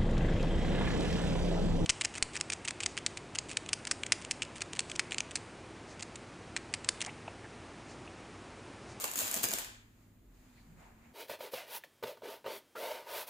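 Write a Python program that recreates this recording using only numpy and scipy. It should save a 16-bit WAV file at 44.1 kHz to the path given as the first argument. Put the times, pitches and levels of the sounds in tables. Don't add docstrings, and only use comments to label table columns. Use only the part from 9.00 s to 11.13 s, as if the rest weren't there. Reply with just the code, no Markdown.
import sys
import numpy as np
from scipy import signal
from scipy.fft import rfft, irfft, next_fast_len
from scipy.io import wavfile
from scipy.ndimage import uniform_filter1d, map_coordinates

SR = 44100
rng = np.random.default_rng(int(sys.argv[2]) if len(sys.argv) > 2 else 0)


def generate_wav(signal):
    frames = np.transpose(np.atleast_2d(signal))
    scaled = np.clip(frames, -1, 1) * 32767
    pcm = np.round(scaled).astype(np.int16)
    wavfile.write(sys.argv[1], SR, pcm)


N = 94109
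TOP_HZ = 15550

# f/Hz, relative level/dB
PLASTIC_COLOUR = [(300, -30.5), (2500, -9.5), (4500, -8), (6500, -1), (8500, -2.5), (11500, -4),
                  (14800, -0.5)]
# f/Hz, relative level/dB
PAPER_COLOUR = [(70, -45), (200, 0), (420, 1.5), (680, -0.5), (950, 1), (1600, 2.5), (3000, -3),
                (5000, -3.5), (9000, -26.5)]
# f/Hz, side minus mid level/dB
WRAPPER_WIDTH = [(100, -18), (350, -9.5), (700, -8.5), (1300, -5.5), (2500, -4), (7000, -6.5),
                 (14000, -5.5)]
# f/Hz, side minus mid level/dB
QUIET_WIDTH = [(60, -17), (200, -11.5), (700, -3), (2400, -2), (5000, -1), (14000, -2.5)]


def amp(db):
    return 10 ** (np.asarray(db) / 20)


def unit(x):
    return x / np.sqrt(np.mean(x ** 2) + 1e-20)


def along(points, hz):
    f, v = np.transpose(points)
    return np.interp(np.log(hz + 1), np.log(f + 1), v)


def clock():
    return np.arange(N) / SR


def level(rows):
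    return amp(np.interp(clock(), *np.transpose(rows)))


def filtered(x, response):
    n = x.shape[-1]
    padded = next_fast_len(n + 8192)
    hz = np.fft.rfftfreq(padded, 1 / SR)
    return irfft(rfft(x, padded) * response(hz), padded)[..., :n]


def spread(pair, width):
    def mid_side_gains(hz):
        angle = np.arctan(amp(along(width, hz)))
        return np.array([np.cos(angle), np.sin(angle)])

    mid, side = filtered(pair, mid_side_gains)
    return np.array([mid + side, mid - side])


def coloured(pair, colour, width):
    shaded = filtered(pair, lambda hz: amp(along(colour, hz)) * (hz < TOP_HZ))
    return unit(spread(shaded, width))


def noise():
    return rng.standard_normal((2, N))


def band(hz, width):
    narrow = filtered(noise(), lambda f: 1 / (1 + ((f - hz) / (width * hz)) ** 2) ** 2)
    return unit(spread(narrow, QUIET_WIDTH))


def shaped(envelope, x):
    return unit(envelope * x) * np.sqrt(np.mean(envelope ** 2))


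def swell(s, db, hz, length_s, width):
    envelope = np.exp(-((clock() - s) / length_s) ** 2 / 2)
    return amp(db) * shaped(envelope, band(hz, width))


def wobble(rate):
    return map_coordinates(rng.standard_normal(int(N * rate / SR) + 4), [clock() * rate])


def tone(hz, waver, rate):
    turns = np.cumsum(hz * np.ones(N)) / SR + rng.random()
    return np.sqrt(2) * np.sin(2 * np.pi * turns + waver * wobble(rate))


def ventilation():
    # f/Hz, relative level/dB
    vent_colour = [(15, -19), (26, 1.5), (46, -7.5), (65, -3.5), (104, -7.5), (135, -7.5), (240, -7),
                   (320, -11.5), (520, -23), (1000, -23), (3000, -28), (5600, -33.5), (9500, -35),
                   (15000, -29.5)]
    vent_db = -64
    return amp(vent_db) * coloured(noise(), vent_colour, QUIET_WIDTH)


def ventilation_hum():
    # t/s, level/dB
    hum_level = [(0, -77), (.6, -77), (.68, -65), (1.18, -67.5), (1.42, -80), (1.58, -67.5), (2.13, -77)]
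    return level(hum_level) * tone(104.6, waver=.5, rate=11)


def deep_rumble():
    # t/s, level/dB
    rumble_level = [(0, -82), (.35, -72), (.47, -64), (.8, -68), (1.22, -76), (1.27, -59), (1.36, -60.5),
                    (1.5, -72), (1.6, -64.5), (1.75, -67), (1.88, -63), (2.1, -85)]
    return level(rumble_level) * tone(46, waver=.6, rate=14)


def low_drone():
    # t/s, level/dB, f/Hz
    drone_course = [(0, -73, 239), (.8, -74, 240.1), (1.08, -69.5, 252), (1.25, -79.5, 255),
                    (1.5, -66, 250), (1.7, -69.5, 220), (1.88, -72.5, 239.4), (1.98, -65.5, 222.7),
                    (2.13, -63, 245.3)]
    s, db, hz = np.transpose(drone_course)
    pitch_hz = np.interp(clock(), s, hz)
    return amp(np.interp(clock(), s, db)) * tone(pitch_hz, waver=.8, rate=26)


def background():
    return ventilation() + ventilation_hum() + deep_rumble() + low_drone()


def fabric_shift():
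    # t/s, relative level/dB
    shift_level = [(.8, -80.5), (1.05, -72.5), (1.2, -80), (1.4, -73.5), (1.58, -70.5), (1.66, -70.5),
                   (1.76, -70.5), (1.8, -62.5), (1.87, -63), (1.96, -69), (2.06, -67.5), (2.13, -67.5)]
    # f/Hz, relative level/dB
    cloth_colour = [(100, -2), (500, -6.5), (700, -4), (1000, -5), (1600, -7.5), (2300, -8), (3200, -16.5),
                    (7000, -21), (15000, -33)]
    return level(shift_level) * coloured(noise(), cloth_colour, QUIET_WIDTH)


def fabric_brush():
    # t/s, relative level/dB
    brush_level = [(.85, -81.5), (1.03, -74.5), (1.25, -95), (1.35, -72.5), (1.49, -71), (1.56, -72),
                   (1.67, -73), (1.76, -76), (1.8, -71), (1.95, -84), (2.06, -75), (2.13, -83)]
    # f/Hz, relative level/dB
    brush_colour = [(300, -15.5), (1000, -4), (2300, -2.5), (3300, -6), (4500, -5), (5600, -6.5),
                    (9000, -11), (15000, -13.5)]
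    return level(brush_level) * coloured(noise(), brush_colour, QUIET_WIDTH)


def fold_rubs():
    # t/s, relative level/dB, centre f/Hz, standard deviation/s
    fold_events = [(1.581, -70.5, 2300, .012), (1.598, -72.5, 4270, 0.032), (1.853, -67, 820, 0.041),
                   (2.056, -70, 2330, 0.015)]
    return sum(swell(*row, width=0.35) for row in fold_events)


def settling_bump():
    return swell(1.73, -59.5, 156, 0.035, width=0.25)


def clothing():
    clothing_db = 2.5
    return amp(clothing_db) * (fabric_shift() + fabric_brush() + fold_rubs() + settling_bump())


def room(x):
    # f/Hz, T60/s
    decay_time = [(100, .4), (500, .5), (2000, .66), (4500, .6), (7000, .55), (10000, .45), (14000, .33)]
    # f/Hz, side minus mid level/dB
    room_width = [(100, -28), (350, -9.5), (700, -3.5), (1300, 5.5), (3000, -0.5), (14000, -2)]
    early_db, early_t60_s, wall_delay_s = -3.5, 0.031, 0.0017
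    hz, t, z = signal.stft(rng.standard_normal((2, SR)), SR, nperseg=256)
    decay = amp(-60 * t / along(decay_time, hz)[:, None])
    tail = signal.istft(z * decay, SR, nperseg=256)[1]
    t = np.arange(tail.shape[1]) / SR
    early = rng.standard_normal(tail.shape) * np.exp(-np.log(1000) * t / early_t60_s)
    reflections = (unit(tail) + amp(early_db) * unit(early)) * (t > wall_delay_s)
    answer = spread(reflections, room_width) / np.sqrt(len(t))
    return signal.fftconvolve(x[None], answer, axes=1)[:, len(x) - N:len(x)]


def flaps():
    # t/s, level/dB, f/Hz, time to the peak/s
    flap_events = [(0.036, -45.5, 540, .005), (0.038, -48, 1150, .003), (.188, -55, 210, .008),
                   (0.21, -46.5, 650, .006), (.228, -52, 96, .009), (.341, -45, 670, .006),
                   (.361, -45, 220, .005), (0.363, -47, 690, .005), (0.407, -50, 230, .006),
                   (0.435, -50.5, 125, .009), (.437, -47.5, 282, .007), (.493, -49.5, 204.9, 0.0083),
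                   (.510, -50, 650, .005), (.529, -52.5, 260, .006), (.531, -44, 680, .005)]
    waver_rad, knots_per_cycle = 0.61, .35
    out = np.zeros(N)
    for s, db, hz, rise_s in flap_events:
        u = np.maximum(clock() - s, 0) / rise_s
        envelope = u * np.exp(1 - u)
        out += amp(db) * envelope * tone(hz, waver_rad, knots_per_cycle * hz)
    return out


def crinkles():
    # t/s, relative level/dB
    handling_level = [(0, -45), (.06, -49.5), (.145, -52.5), (.165, -40.5), (.215, -40.5), (.295, -47),
                      (.37, -40.5), (.42, -55.5), (.445, -35.5), (.475, -56.5), (.535, -46.5), (.6, -47),
                      (.635, -59.5)]
    buckles_per_s, size_spread_db, life_s = 1400, 3.4, 0.00035
    plastic_db, paper_db = -0.5, -4
    size = amp(size_spread_db * np.clip(rng.standard_normal(N), -2, 2))
    buckles = size * (rng.random(N) < buckles_per_s / SR)
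    power = signal.lfilter([1], [1, -np.exp(-2 / (life_s * SR))], buckles ** 2)
    handling_ends_s = handling_level[-1][0]
    grain = unit(np.sqrt(power)) * level(handling_level) * (clock() < handling_ends_s)
    plastic = amp(plastic_db) * grain * coloured(noise(), PLASTIC_COLOUR, WRAPPER_WIDTH)
    paper = amp(paper_db) * grain * coloured(noise(), PAPER_COLOUR, WRAPPER_WIDTH)
    return plastic, paper


def snaps():
    # t/s, relative treble level/dB, relative paper body minus treble level/dB, length/s
    snap_events = [(.0248,-37,-10,.001), (.0414,-27.5,-4,.0018), (.0438,-33,-6,.0015), (.0533,-34,-7,.0013),
                   (.0783,-41,-2,.0015), (.1138,-34,-11,.002), (.1358,-37,-12,.002), (.1573,-31,-4,.0014),
                   (.1729,-28,-19,.0004), (.1778,-34,-13,.002), (.1883,-29,-13,.003), (.1956,-33,-12,.0015),
                   (.2066,-33,-6,.0016), (.2172,-30,-7,.0012), (.271,-37,-8,.002), (.2787,-32,-9,.0015),
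                   (.3139,-26.5,-17,.0013), (.3272,-36,-9,.0012), (.3418,-24,-16,.0018),
                   (.3635,-29.5,-5,.0007), (.373,-36,-6,.002), (.3949,-35,-5,.001), (.4316,-26.5,-12,.0026),
                   (.4369,-27.5,-8,.002), (.4397,-25,-4,.0027), (.447,-32,-6,.0022), (.4532,-28,-19,.0014),
                   (.4866,-30,-12,.0014), (.5082,-32,-7,.0016), (.5154,-34,-3,.0022), (.5286,-32,-19,.0007),
                   (.536,-26,-6,.0024), (.5854,-30,-7,.0016), (.5915,-37,-7,.0015), (.6459,-41.5,-1,.0018)]
    treble_db, body_trim_db = -2, -1
    jerk_db, jerks_per_s = 2, 4000
    ring_db, least_spacing_hz = 3, 2200
    attack_s, release_s = .0001, .0005
    out = np.zeros((2, 2, N))
    age = np.arange(round(.012 * SR)) / SR
    plastic = coloured(noise(), PLASTIC_COLOUR, WRAPPER_WIDTH)
    paper = coloured(noise(), PAPER_COLOUR, WRAPPER_WIDTH)
    jerks = amp(jerk_db * wobble(jerks_per_s))
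    for s, db, body_db, length in snap_events:
        stretch, shift = rng.random(2)
        start = round(s * SR)
        near = slice(start, start + len(age))
        attack = 1 - np.exp(-age / attack_s)
        burst = attack * np.exp(-np.maximum(age - length, 0) / release_s)
        spacing_hz = least_spacing_hz * (1 + stretch)
        ring = lambda hz: amp(ring_db * np.cos(2 * np.pi * (hz / spacing_hz + shift)))
        gains = amp([db + treble_db, db + body_db + body_trim_db])
        for part, layer, gain in zip(out, (plastic, paper), gains):
            part[:, near] += gain * shaped(burst, jerks[near] * filtered(layer[:, near], ring))
    return out


def thin(x):
    cut_hz = 160
    return filtered(x, lambda hz: hz ** 2 / np.hypot(hz ** 2, cut_hz ** 2))


def room_send(plastic, paper):
    return amp(-4) * plastic + amp(1) * paper


def wrapper():
    flap_room_db = -11
    under_way_s = .13
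    paper_lead_s = 0.00026
    snap, crinkle, sheet = thin(snaps()), thin(np.array(crinkles())), flaps()
    running = np.pad(room_send(*crinkle)[0], (round(under_way_s * SR), 0), mode="reflect")
    wet = room(running) + room(room_send(*snap)[1]) + amp(flap_room_db) * room(sheet)
    plastic, paper = snap + crinkle
    lead = lambda hz: np.exp(1j * np.pi * paper_lead_s * np.outer([1, -1], hz))
    body = filtered(paper + sheet, lead)
    # f/Hz, left minus right level/dB
    lean_db = [(150, -1), (600, 2.5), (1200, 4), (2500, 1.0), (9000, 0.5), (14000, 0.0)]
    lean = lambda hz: amp(np.outer([.5, -.5], along(lean_db, hz)))
    return filtered(plastic + body + wet, lean)


def scene():
    return wrapper() + clothing() + background()


def denoised(x):
    quiet_db = -59
    reduction_db, reduction_s = 4.5, 0.037
    z = signal.stft(x, nperseg=512)[2]
    white = signal.stft(rng.standard_normal(N), nperseg=512)[2]
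    power = np.mean(abs(z) ** 2, axis=0) / np.mean(abs(white) ** 2)
    keep = np.exp(-256 / (SR * reduction_s / 2))
    power = uniform_filter1d(power, size=9, axis=0)
    power = signal.filtfilt([1 - keep], [1, -keep], power)
    gain = amp(-reduction_db / (1 + (power / amp(quiet_db) ** 2) ** 2))
    return signal.istft(z * gain, nperseg=512)[1][:, :N]


def record(dry):
    # f/Hz, gain/dB
    port_gain = [(4800, -0.5), (5700, -2.5), (6300, 1.5), (6850, 6.5), (7500, 4.5), (8600, 1)]
    heard = filtered(dry, lambda hz: amp(along(port_gain, hz)))
    return filtered(denoised(heard), lambda hz: hz < TOP_HZ)


dry = scene()
out = record(dry)
generate_wav(out)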